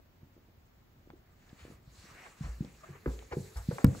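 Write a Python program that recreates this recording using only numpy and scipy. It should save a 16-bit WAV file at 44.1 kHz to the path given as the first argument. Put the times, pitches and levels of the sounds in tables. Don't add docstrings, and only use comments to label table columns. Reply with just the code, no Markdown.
import sys
import numpy as np
from scipy import signal
from scipy.fft import rfft, irfft
from scipy.io import wavfile
from scipy.ndimage import uniform_filter1d

SR = 44100
rng = np.random.default_rng(int(sys.argv[2]) if len(sys.argv) > 2 else 0)


def volts(x):
    e = np.asarray(x, float) / 20
    return 10 ** e


def put_to_file(sound):
    columns = np.atleast_2d(sound).T
    safe = np.clip(columns, -1, 1)
    whole_steps = np.round(safe * 32767)
    wavfile.write(sys.argv[1], SR, whole_steps.astype(np.int16))


N = 176400


def level(x, rms_db):
    return x * volts(rms_db) / np.sqrt(np.mean(x ** 2))


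def colour(x, points, turn=1):
    p = np.array(points)
    f = np.maximum(np.fft.rfftfreq(N, 1 / SR), 1)
    db = np.interp(np.log(f), np.log(p[:, 0]), p[:, 1])
    db = db - 24 * np.maximum(np.log2(p[0, 0] / f), 0)
    return irfft(rfft(x) * volts(db) * turn, N)


def band(x, hz, width_hz):
    return signal.lfilter(*signal.iirpeak(hz, hz / width_hz, SR), x)


def walk(rate_hz):
    k = int(SR / rate_hz)
    steps = np.repeat(rng.standard_normal(N // k + 1), k)
    return 2.22 * uniform_filter1d(uniform_filter1d(steps, k), k)[:N]


def curve(table, axis):
    c = np.array(table)
    time_s = np.r_[c[0, 0] - 0.4, c[:, 0]]
    value = np.r_[c[0, axis] - 15 * (axis == 1), c[:, axis]]
    return np.interp(np.arange(N) / SR, time_s, value)


def add(out, start_s, x):
    i = int(start_s * SR)
    out[i:i + len(x)] += x[:N - i]


def room_air():
    # hz, density_db (per Hz)
    room = [(15, -57), (25, -4), (94, -6), (380, -20.5), (512, -25.5), (555, -24), (7180, -45), (8680, -58),
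            (15700, -35.5)]
    air = level(colour(rng.standard_normal(N), room), -62)
    return air + volts(-17) * band(air, 150, 210) * walk(31.16)


def fibres(rate_hz, spread_db):
    chance, sign, size = rng.random((3, N))
    clicks = (chance < rate_hz / SR) * np.sign(sign - 0.5) * volts(-spread_db * np.log(size + 0.029))
    return level(clicks, -9.5) + 0.68 * rng.standard_normal(N)


def friction(points, flicker_db, rate_hz, spread_db):
    x = fibres(rate_hz, spread_db)
    out = np.zeros(N)
    for k, (hz, width_hz, db) in enumerate(points):
        patch = np.roll(x, 9973 * k)
        for _ in range(2):
            patch = band(patch, hz, width_hz * 1.3)
        out += volts(db + np.roll(flicker_db[k % 2], 30011 * k)) * patch
    return level(out, 0)


def rustle():
    # start_s, effort_db, crispness_db
    cloth_moves = [(1.57, -72, -13), (1.6, -67.5, -12), (1.74, -69, -10), (1.8, -83.5, -15),
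                   (1.99, -63.5, -14), (2.3, -64, -13), (2.36, -70, -10), (2.43, -61, -14),
                   (2.56, -66.5, -9), (2.76, -67, -11), (3.05, -72, -6.5), (3.12, -58, -13),
                   (3.27, -69, -11), (3.41, -62, -7), (3.64, -63, -7), (3.76, -57, -8.5), (3.86, -62.5, -9),
                   (4, -54, -11)]
    # start_s, pressure_db
    sole_drags = [(1.56, -71.5), (1.6, -66.5), (1.74, -70), (1.82, -86), (1.97, -72), (2.06, -65),
                  (2.26, -59.5), (2.34, -68.5), (2.44, -65), (2.56, -69), (2.81, -71), (2.86, -66.5),
                  (2.96, -59.5), (3.0, -71.5), (3.12, -74.5), (3.28, -70.5), (3.66, -71.5), (3.8, -64.5)]
    # hz, width_hz, level_db
    cloth_colour = [(2450, 1240, 0), (3610, 840, -3.5), (4400, 1150, 2), (5720, 860, -1), (6760, 960, 3.5),
                    (7660, 1300, 2.5)]
    crisp_colour = [(9400, 1100, 0.5), (10400, 1300, 5.5), (11700, 1500, -4), (12900, 1400, 4.5),
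                    (15400, 1800, -4)]
    sole_colour = [(350, 280, -2.5), (740, 380, -2.5), (1177, 320, -2), (1660, 470, -1), (2070, 600, -3.5),
                   (2700, 480, -12)]
    # hz, gain_db
    case = [(20, -0.5), (3150, -1), (4000, 0), (8400, -1.5), (8900, -4.5), (9800, 0.5), (13450, 0),
            (13650, 3)]
    flicker_db = [[0.38 * walk(9) + 0.9 * walk(18) + 1.2 * walk(50) for _ in range(2)] for _ in range(3)]
    effort_db = curve(cloth_moves, axis=1)
    crispness_db = curve(cloth_moves, axis=2)
    pressure_db = curve(sole_drags, axis=1)
    out = []
    for port_db in (0, -5.5):
        cloth = friction(cloth_colour, flicker_db[0], 2500, 4.94) * volts(effort_db + 0.5)
        crisp = friction(crisp_colour, flicker_db[1], 1900, 6.2) * volts(effort_db + crispness_db)
        sole = friction(sole_colour, flicker_db[2], 900, 2.5) * volts(pressure_db + 4.5)
        out.append(volts(port_db) * colour(cloth + crisp + sole, case) + room_air())
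    return out


def thuds():
    # start_s, peak_db, pitch_hz, crest_cycles
    taps = [(0.231, -40, 139, 0.21), (0.366, -47, 258, 0.38), (.486, -50, 254, 0.38),
            (1.073, -45.5, 308, 0.55), (1.134, -45, 340, 1.18), (1.529, -39, 173, 0.3),
            (1.651, -37.5, 326, 0.35), (1.68, -42.5, 295, 0.41), (1.701, -42, 240, 0.58),
            (1.725, -47.5, 114, 0.27), (1.875, -42, 113, 0.37), (2.95, -51, 427, 3), (1.615, -48, 79, 1.2),
            (0.155, -58, 237, 0.45), (.378, -50.5, 330, .5), (1.1006, -44.5, 190, 0.27),
            (1.672, -57, 396, 0.45), (1.711, -44, 383, 0.42), (1.72, -46, 231, 0.56),
            (1.735, -53.5, 62.6, 0.8), (1.783, -52, 140, 0.56), (1.896, -52.5, 100, .5),
            (1.983, -48.5, 94, 0.63), (2.04, -49, 180, 0.57), (2.053, -50, 330, .5),
            (2.112, -51.5, 151, 0.59)]
    # start_s, peak_db, pitch_hz, crest_cycles, board_ring_db
    heels = [(2.407, -28, 162, 0.84, -12.5), (2.435, -33.5, 62.4, 0.71, -6), (2.475, -34, 56.3, 0.8, -4.5),
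             (2.606, -22, 170.7, 0.65, -12), (2.622, -38, 301, 1.07, -6), (2.645, -36.5, 200, 0.72, -3.5),
             (2.646, -43, 478, 0.7, -7), (2.45, -38.5, 170, 0.51, -1), (2.886, -46.5, 140, 1.07, 2.5),
             (2.888, -45.5, 390, 1.7, -1), (3.061, -22, 387, 0.95, -11), (3.0662, -25, 178, 0.6, -4),
             (3.066, -30.5, 62.7, 0.49, 2.5), (3.317, -39, 83, 0.74, -3), (3.332, -32, 393, 1.6, -6),
             (3.367, -24.5, 170, 0.7, -3), (3.367, -28, 410, 1.66, -6), (3.4, -34.5, 135, 0.92, -4.5),
             (3.556, -31.5, 63, 0.78, -8.5), (3.596, -36, 66.4, 0.48, -16.5), (3.6862, -18, 158, 0.57, -12),
             (3.711, -29.5, 487, 1.34, 5.5), (3.7, -33.5, 200, .8, -10), (3.722, -31.5, 139, 1.04, -6),
             (3.8462, -5, 146, 0.22, -19), (3.8422, -10.5, 248, 0.59, -27), (3.8555, -16, 147, 0.64, -9),
             (3.863, -20.5, 186, 0.5, -10), (3.897, -26, 118, 0.83, -16), (3.8733, -16.5, 106.4, 0.83, -18)]
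    # hz, level_db, t60_s
    boards = [(57.2, 1.5, 0.44), (95.8, -1, 0.42), (137.4, -1.5, 0.31), (183.4, -5, 0.091),
              (245.4, -12, 0.63), (262.7, -3, 0.16), (354.2, -8, 0.33), (437, -5, 0.5)]
    tap_ring_db = -12
    push, drive = np.zeros(N), np.zeros(N)
    t = np.arange(SR // 5) / SR
    hits = [(*tap, tap_ring_db) for tap in taps] + [*heels]
    for start_s, peak_db, pitch_hz, crest_cycles, ring_db in hits:
        u = t * pitch_hz / crest_cycles
        swell = (u * np.exp(1 - u)) ** 2
        sag = 1 - 0.009 * np.minimum(u, 4)
        x = volts(peak_db) * swell * np.sin(2 * np.pi * pitch_hz * t * sag)
        add(push, start_s, x)
        add(drive, start_s, x * volts(ring_db + 10))
    drive = drive * (1 + 0.35 * walk(120))
    ring = np.zeros(N)
    for k, (hz, db, t60_s) in enumerate(boards):
        ring += (-1) ** k * volts(db) * band(drive, hz, np.log(1000) / np.pi / t60_s)
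    return push + ring


def tail(x):
    # hz, gain_db
    dullness = [(120, -12.5), (250, -10.5), (450, -1.5), (650, -0.5), (1000, -7.5), (2200, -14.5),
                (5000, -9)]
    tail_db, t60_s, rise_s = -5.5, 0.5, 0.0075
    t = np.arange(SR // 3) / SR
    h = rng.standard_normal(len(t)) * volts(-60 * t / t60_s) * np.minimum(t / rise_s, 1)
    h = volts(tail_db) * h / np.sqrt(np.sum(h ** 2))
    return colour(signal.fftconvolve(x, h)[:N], dullness)


def squeak(t, jitter):
    hz, length_s, peak_db = 631, 0.02, -52
    phase = 2 * np.pi * hz * t + np.cumsum(jitter) / 22
    env = np.sin(np.pi * np.minimum(t / length_s, 1)) ** 0.72
    return volts(peak_db) * env * (np.sin(phase) + 1.2 * np.sin(1.9 * phase) + 0.15 * np.sin(4 * phase))


def ticks():
    # start_s, peak_db, centre_hz, rise_s, fall_t60_s
    scuffs = [(.32, -77.5, 6960, 0.022, .1), (.645, -78, 7050, 0.017, .15),
              (1.36, -71.5, 1900, 0.072, 0.47), (1.49, -61.5, 3500, .004, .04),
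              (1.585, -58, 2200, 0.0078, 0.47), (1.59, -69, 3700, .01, .15),
              (1.102, -48, 605, 0.00086, 0.012), (1.1025, -56, 1480, 0.00062, 0.034),
              (1.102, -66, 4200, 0.00042, 0.0072), (1.159, -78, 6960, 0.016, .1),
              (1.6525, -66, 700, 0.00082, 0.016), (2.236, -57, 1660, .02, 0.11),
              (2.249, -51, 1110, 0.015, 0.06), (2.421, -49.5, 1200, 0.018, 0.3),
              (2.44, -51, 610, 0.031, 0.23), (2.6475, -57.5, 730, 0.0014, 0.04),
              (2.647, -55.5, 4400, 0.0015, 0.017), (3.059, -30.5, 970, 0.00063, 0.027),
              (3.066, -48, 880, 0.0093, 0.27), (3.19, -50, 2600, .001, 0.022),
              (3.191, -58, 800, 0.0012, .02), (3.224, -47, 593, 0.00079, 0.017),
              (3.308, -40, 1150, 0.023, 0.07), (3.31, -36.5, 610, 0.015, 0.085),
              (3.555, -45.5, 875, 0.012, 0.22), (3.565, -52.5, 7400, 0.0052, 0.096),
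              (3.565, -55, 4830, 0.0055, .1), (3.565, -56, 11700, .006, 0.11),
              (3.314, -54.5, 4500, 0.017, 0.068), (3.710, -41.5, 820, 0.0011, 0.11),
              (3.783, -33, 960, 0.0011, 0.026), (3.786, -39, 456, 0.0031, 0.086),
              (3.795, -50, 1080, .01, 0.24), (3.8440, -24.5, 970, 0.00032, 0.032),
              (3.8672, -51, 4700, .0008, 0.01), (3.9485, -40, 600, 0.00062, 0.027)]
    snap_gain = 8.7
    out = np.zeros(N)
    t = np.arange(SR // 5) / SR
    noise = rng.standard_normal((len(scuffs) + 1, len(t)))
    for (start_s, peak_db, hz, rise_s, t60_s), n in zip(scuffs, noise):
        sharp = rise_s < 1 / 300
        n = n + snap_gain * sharp * (np.arange(len(t)) == int(rise_s * SR))
        env = np.minimum(t / rise_s, 1) * volts(-60 * np.maximum(t - rise_s, 0) / t60_s)
        burst = env * level(band(n, hz, min(0.79 * hz, 1800)), peak_db - 3.5)
        top = signal.butter(5, min(2.3 * hz, hz + 2000), fs=SR, output="sos")
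        add(out, start_s, signal.sosfilt(top, burst))
    add(out, 2.832, squeak(t, noise[-1]))
    return out


def knock():
    start_s, length_s, level_db = 3.8446, 0.002, -32.5
    out = np.zeros(N)
    t = np.arange(SR // 20) / SR
    n = rng.standard_normal(len(t))
    snap = n + 1.2 * band(n, 5300, 2500) - 0.6 * band(n, 3000, 1500) + band(n, 13000, 3000)
    env = np.where(t < length_s, 1, volts(-27 - 3700 * t))
    add(out, start_s, volts(level_db) * snap * env)
    return out


def scene():
    # hz, side_over_mid_db
    ports = [(60, -25.5), (110, -14), (200, -8.5), (400, -5.5), (800, 0), (6000, 1.5), (8500, -9.5),
             (15000, 0)]
    thud_side_db, tick_side_db, knock_side_db, hit_lean = -8, -1, -19, 0.082
    mid, other = rustle()
    low, high, snap = thuds(), ticks(), knock()
    side = colour(other + tail(low + high), ports) + volts(knock_side_db) * snap
    hits = volts(thud_side_db) * low + volts(tick_side_db) * high
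    side = side + colour(hits, ports, 1j + hit_lean)
    mid = mid + low + high + snap + tail(low + high)
    return np.array([mid + side, mid - side])


def band_limit(x):
    return signal.sosfilt(signal.butter(12, 16820, fs=SR, output="sos"), x)


def record(dry):
    low_hz, top_hz = 34, 15700
    x = signal.lfilter(*signal.butter(2, low_hz, "high", fs=SR), dry)
    x = signal.sosfilt(signal.ellip(11, 0.2, 70, top_hz, fs=SR, output="sos"), x)
    return band_limit(x)


dry = scene()
out = record(dry)
put_to_file(out)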